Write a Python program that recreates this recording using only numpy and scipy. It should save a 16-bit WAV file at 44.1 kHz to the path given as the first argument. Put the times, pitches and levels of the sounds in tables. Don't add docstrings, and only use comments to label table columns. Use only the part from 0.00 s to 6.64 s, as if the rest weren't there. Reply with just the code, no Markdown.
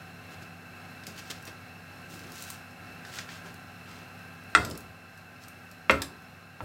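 import sys
import numpy as np
from scipy import signal
from scipy.fft import rfft, irfft, next_fast_len
from scipy.io import wavfile
from scipy.ndimage import uniform_filter1d, map_coordinates

SR = 44100
rng = np.random.default_rng(int(sys.argv[2]) if len(sys.argv) > 2 else 0)


def transcribe(u):
    v = np.clip(np.atleast_2d(u).T, -1, 1)
    q = np.round(v * 32767).astype(np.int16)
    wavfile.write(sys.argv[1], SR, q)


N = 292824

# frequency in Hz, t60 (time to fall 60 dB) in seconds.
KITCHEN_DECAY = [(80, 1), (300, 0.22), (1400, 0.3), (4000, 0.22), (8500, 0.22), (10000, 0.23),
                 (16000, 0.19)]
# delay in seconds, gain in dB.
WALL_ECHOES = [(0.0097, -10.5), (0.0224, -17.5)]
# frequency in Hz, width in Hz, lift in dB.
HOUSING_RESONANCES = [(758, 210, 9.5), (1041, 32, 8.5), (1345, 47, 7.5), (1565, 150, 8.5), (2040, 25, -4),
                      (2670, 150, 10.5), (4116, 295, 10.5), (5340, 95, 10), (12030, 1250, 6.5)]
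# frequency in Hz, rms level in dB, waver from 0 to 1.
MOTOR_TONES = [(96.8, -57, 0.1), (169.3, -57.5, 0.37), (248.2, -60, 0.29), (1590, -63.5, 1),
               (2625, -68.5, 0.87)]
# start in seconds, length in seconds,
# level in dB, tilt in dB per octave, relative level of the dull bump in dB.
SPOON_STROKES = [(0.304, 0.044, -56.5, -1.5, 2), (0.419, .02, -53.5, -1, 3), (1.07, 0.054, -55.5, 2, 5.5),
                 (1.158, 0.015, -49, -2, 4.5), (1.178, 0.027, -43.5, 0, -10), (1.302, .018, -38, -0.8, -8),
                 (1.471, 0.028, -46, -4, 0.5), (2.094, 0.11, -52, 3, 1), (2.208, 0.13, -57, -2, 5),
                 (2.323, 0.22, -48, 2, -25), (3.06, 0.056, -55.5, 1, -12), (3.124, .086, -43, -0.5, -15),
                 (3.282, .1, -48.5, -1.5, -14), (3.443, 0.07, -52.5, -3.5, -1), (3.87, 0.15, -54, -3, -4),
                 (5.413, 0.046, -54, 0, -20)]
# start in seconds, level in dB, tilt in dB per octave.
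EDGE_TAPS = [(1.036, -43.5, -8), (1.0677, -34, -0.5), (1.475, -40, -5), (3.0502, -39, -11),
             (3.187, -29, -9), (3.29, -38, -14), (4.649, -31, -0.5), (4.7106, -35, -1), (4.752, -43, -6),
             (5.176, -50.5, 4), (5.437, -43, -4), (5.7133, -46, 4), (5.908, -24, -4), (6.019, -20.5, -0.5)]
# start in seconds, level in dB.
CLEAR_SNAPS = [(1.4257, -47), (1.453, -39.5), (1.469, -47), (2.32, -41), (2.4235, -34.5), (2.5023, -33),
               (3.542, -46), (4.7002, -38), (4.7757, -33.5), (4.806, -44), (5.483, -39)]
# start in seconds, level in dB, place from 0 (upper wall) to 1 (low down),
# low cut-off in Hz, contact cut-off in Hz, crack in dB, boom in dB, boom t60 in seconds, slosh in dB.
SPOON_BLOWS = [(4.55, 0, 0.24, 760, 10900, -14.5, -26.5, 0.7, -38.5),
               (5.8965, 2.5, 1, 110, 3350, -15, -30, 0.6, -58),
               (6.6054, -25, 0.95, 118, 1820, -6.5, -5, 0.44, -37)]
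# frequency in Hz, t60 in seconds,
# level in dB when struck on the upper wall, level in dB when struck low down.
POT_MODES = [(251, 0.045, -59, -15), (272.7, 0.35, -44, -27.5), (315, 0.27, -12, -31),
             (416, 0.39, -21, -32), (532, 0.1, -54, -16.5), (614, 0.043, -26, -14.5),
             (720.5, 0.28, -25, -48), (920, 0.02, -23, -18), (992, 0.4, -26, -55), (1000, 0.062, -41, -35),
             (1215, 0.38, -29, -64), (1345, 0.24, -45, -30), (1362, 0.039, -2.5, -8),
             (1430, 0.19, -47, -31), (1464, 0.17, -25, -26.5), (1590, 0.26, -37, -35),
             (1634, 0.049, -36, -28), (1960, 0.021, -7.5, -11.5), (1840, 0.24, -42, -30),
             (2072, 0.092, -13, -41), (2125, 0.03, -37, -8.5), (2475, 0.031, -34, -15.5),
             (2430, 0.04, -36, -36), (2640, 0.022, -13.5, -10.5), (3350, 0.022, -12, -24),
             (4170, 0.056, -30, -39), (5420, 0.046, -41, -24), (8740, 0.22, -42, -39)]
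# frequency in Hz, relative level in dB.
AIR_SPECTRUM = [(25, -13), (45, -10.5), (75, -1), (130, 2.5), (200, -0.5), (310, -1), (450, -6.5),
                (650, -7), (930, -12), (1350, -5), (1900, -7.5), (2750, -9), (3100, -16.5), (6500, -22),
                (10000, -26), (16000, -29.5)]
RUB_SPECTRUM = [(300, -38), (1000, -4), (2200, -2), (3200, -2), (5000, -2), (8000, -7), (10000, -13.5),
                (16000, -15)]
TAP_SPECTRUM = [(700, -34), (1700, -2), (3000, -5.5), (4800, 1.5), (6000, 0), (7000, -4), (8200, -1.5),
                (9300, -9.5), (12500, -6), (16000, -17)]
CRACK_SPECTRUM = [(300, -54), (800, 9.5), (1250, 11), (2000, -12), (3800, 1.5), (5000, 0), (6600, -10.5),
                  (7600, -2.5), (8600, -6.5), (9400, -23), (16000, -31)]
BOOM_SPECTRUM = [(30, -40), (50, -18), (66, 4), (77, 12), (92, 7.5), (200, 0), (400, -5.5), (650, -4),
                 (1200, -35)]
SLOSH_SPECTRUM = [(40, -18), (90, 13), (280, 12.5), (500, 9), (750, -12.5), (1300, -38)]

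STIR_FROM_S = 2


def amp(db):
    return 10 ** (np.asarray(db) / 20)


def unit(x):
    return x / np.sqrt(np.mean(x ** 2) + 1e-20)


def along(points, hz):
    f, v = np.transpose(points)
    return np.interp(np.log(hz + 1), np.log(f + 1), v)


def wobble(rate, size=N):
    return map_coordinates(rng.standard_normal(int(size * rate / SR) + 4), [np.arange(size) * rate / SR])


def ripple(hz, spacing_hz):
    return map_coordinates(rng.standard_normal(int(SR / spacing_hz) + 4), [hz / spacing_hz])


def coloured(x, gain_db):
    m = next_fast_len(len(x) + 8192)
    return irfft(rfft(x, m) * amp(gain_db(np.fft.rfftfreq(m, 1 / SR))), m)[:len(x)]


def noise(gain_db, size):
    return unit(coloured(rng.standard_normal(size), gain_db))


def envelope(t, length, attack, release):
    return (1 + np.tanh(t / attack)) * (1 - np.tanh((t - length) / release)) / 4


def add(track, s, sound):
    start = max(round(s * SR), 0)
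    part = track[start:start + len(sound)]
    part += sound[:len(part)]


def in_kitchen(x, wet_db, build_s=0.0013):
    hz, t, spectra = signal.stft(rng.standard_normal(SR // 2), SR, nperseg=256)
    decay = amp(-60 * t / along(KITCHEN_DECAY, hz)[:, None])
    tail = signal.istft(spectra * decay, SR, nperseg=256)[1]
    tail *= 1 - np.exp(-(np.arange(len(tail)) / SR / build_s) ** 2)
    return x + amp(wet_db) * signal.fftconvolve(x, tail / np.linalg.norm(tail))[:len(x)]


def fan(air_db=-48):
    t = np.arange(N) / SR
    housing_db = lambda f: sum(lift / (1 + (2 * (f - hz) / width) ** 2)
                               for hz, width, lift in HOUSING_RESONANCES)
    rush = noise(lambda f: along(AIR_SPECTRUM, f) + housing_db(f), N)
    air = unit(in_kitchen(rush, wet_db=-8.5)) * amp(air_db + 0.72 * wobble(6.6))
    hum = np.zeros(N)
    for hz, db, waver in MOTOR_TONES:
        peak = np.sqrt(2) * amp(db + 1.9 * waver * wobble(6.1))
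        hum += peak * np.sin(2 * np.pi * hz * t + 3 * waver * wobble(8))
    return air + hum


def strokes(grain_db=4, snaps_per_s=260, snap_db=-4, crunch_db=1.45, brush_db=-14, brush_s=0.059):
    out, t = np.zeros(N), np.arange(SR * 3 // 4) / SR - 1 / 4
    bump_colour = lambda f: along([(40, -13), (90, 3.5), (300, 5.0), (550, -2.5), (1200, -25.0)], f)
    for s, length, db, tilt_db, bump_db in SPOON_STROKES:
        slips = unit(rng.standard_normal(len(t)) * amp(grain_db * rng.standard_normal(len(t))))
        snaps = unit((rng.random(len(t)) < snaps_per_s / SR) * rng.standard_normal(len(t)))
        colour = lambda f: (along(RUB_SPECTRUM, f) + tilt_db * np.log2((f + 1) / 4000)
                            + ripple(f, spacing_hz=224))
        rub = unit(coloured(slips + amp(snap_db) * snaps, colour))
        bump = amp(bump_db) * noise(bump_colour, len(t))
        press = envelope(t, length, attack=0.13 * length, release=0.3 * length)
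        press *= amp(crunch_db * wobble(rate=70, size=len(t)))
        brush = amp(brush_db) * envelope(t + brush_s, length + 2 * brush_s, brush_s, brush_s)
        stroke = amp(db) * np.maximum(press, brush) * (rub + bump)
        add(out, s + t[0], in_kitchen(stroke, wet_db=-7.5))
    return out


def click(gain_db, t60, ripple_db=1.2):
    t = np.arange(SR // 3) / SR
    burst = noise(lambda f: gain_db(f) + ripple_db * ripple(f, spacing_hz=333), len(t))
    return in_kitchen(amp(-60 * t / t60) * burst, wet_db=-4.5)


def taps():
    out = np.zeros(N)
    for s, db, tilt_db in EDGE_TAPS:
        colour = lambda f: along(TAP_SPECTRUM, f) + tilt_db * np.log2(1 + f / 1000)
        add(out, s, amp(db) * click(colour, t60=0.032))
    return out


def leaf_snaps(band_hz=9800, half_width_octaves=1.2, faint_per_s=3, faint_db=-56, spread_db=3):
    out, stir_s = np.zeros(N), N / SR - STIR_FROM_S
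    band = lambda f: (-10 * np.log10(1 + (np.log2((f + 1) / band_hz) / half_width_octaves) ** 6)
                      - 3 * np.log2(1 + f / band_hz))
    faint = [(STIR_FROM_S + when * stir_s, faint_db + spread_db * (2 * force - 1))
             for when, force in rng.random((int(faint_per_s * stir_s), 2))]
    for s, db in CLEAR_SNAPS + faint:
        add(out, s, amp(db) * click(band, t60=0.02))
    return out


def bubbles(per_s=56, centre_hz=1660, spread_octaves=0.71, t60_cycles=36, lift_db=6.5, rise=0.15):
    out, t = np.zeros(N), np.arange(SR // 8) / SR
    for s, length, db, _, _ in SPOON_STROKES:
        if s < STIR_FROM_S:
            continue
        for when, pitch, force in rng.random((round(per_s * length), 3)):
            hz = centre_hz * 2 ** (spread_octaves * (2 * pitch - 1))
            age = t * hz / t60_cycles
            chirp = np.sin(2 * np.pi * hz * t * (1 + rise * age))
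            add(out, s + when * length, force * amp(db + lift_db - 60 * age) * chirp)
    return in_kitchen(out, wet_db=-10)


def pot_ring(t, place, blur_hz=7):
    hz, t60, wall_db, low_db = np.transpose(POT_MODES)[:, :, None]
    sense = np.cos(np.pi * np.arange(len(POT_MODES)))[:, None]
    decay = amp(-60 * t / t60) * (1 - np.exp(-t / 0.00045))
    drift = np.cumsum(rng.standard_normal(decay.shape), axis=1) * np.sqrt(2 * np.pi * blur_hz / SR)
    modes = sense * decay * np.sin(2 * np.pi * hz * t + drift)
    return np.sum(amp((1 - place) * wall_db + place * low_db) * modes, axis=0)


def crack(t, t60=0.027, shimmer_db=-22, shimmer_t60=0.65):
    fade = amp(-60 * t / t60) + amp(shimmer_db - 60 * t / shimmer_t60)
    return fade * noise(lambda f: along(CRACK_SPECTRUM, f), len(t))


def low_boom(t, t60, rise_share=0.046):
    swell = (1 - np.exp(-(t / (rise_share * t60)) ** 2)) * amp(-60 * t / t60)
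    return swell * noise(lambda f: along(BOOM_SPECTRUM, f), len(t))


def slosh(t, delay_s=0.17, spread_s=0.044):
    surge = np.exp(-0.5 * ((t - delay_s) / spread_s) ** 2)
    return surge * noise(lambda f: along(SLOSH_SPECTRUM, f), len(t))


def knocks(push_db=-3.5, push_width_s=0.00018):
    out, t = np.zeros(N), np.arange(SR * 3 // 4) / SR
    u = t / push_width_s - 2
    push = -amp(push_db) * 2 * u * np.exp(-u ** 2)
    for s, db, place, low_hz, contact_hz, crack_db, boom_db, boom_t60, slosh_db in SPOON_BLOWS:
        band = signal.butter(2, [low_hz, contact_hz], "bandpass", fs=SR, output="sos")
        direct = signal.sosfilt(band, push + pot_ring(t, place) + amp(crack_db) * crack(t))
        blow = in_kitchen(direct, wet_db=-8, build_s=0.0026)
        for delay, echo_db in WALL_ECHOES:
            add(blow, delay, amp(echo_db) * direct)
        bass = amp(boom_db) * low_boom(t, boom_t60) + amp(slosh_db) * slosh(t)
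        add(out, s, amp(db) * (blow + bass))
    return out


def gain_control(x, threshold_db=-27.5, slope=0.28, window_s=0.041, attack_s=0.14, recovery_db_per_s=0.4):
    power = np.abs(uniform_filter1d(x ** 2, int(window_s * SR)))
    level_db = 10 * np.log10(power + 1e-12)
    wanted_db = slope * np.maximum(level_db - threshold_db, 0)
    recovered_db = recovery_db_per_s * np.arange(N) / SR
    held_db = np.maximum.accumulate(wanted_db + recovered_db) - recovered_db
    step = 1 / (attack_s * SR)
    cut_db = signal.lfilter([step], [1, step - 1], held_db)
    return x * amp(-cut_db)


def scene():
    return (knocks() + fan() + taps() + strokes() + leaf_snaps() + bubbles())[None]


def record(dry, low_hz=50, top_hz=15950):
    thin = signal.sosfilt(signal.butter(3, low_hz, "highpass", fs=SR, output="sos"), dry[0])
    clipped = np.clip(gain_control(thin), -1, 1)
    return coloured(clipped, lambda f: np.where(f < top_hz, 0, -120))[None]


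dry = scene()
out = record(dry)
transcribe(out)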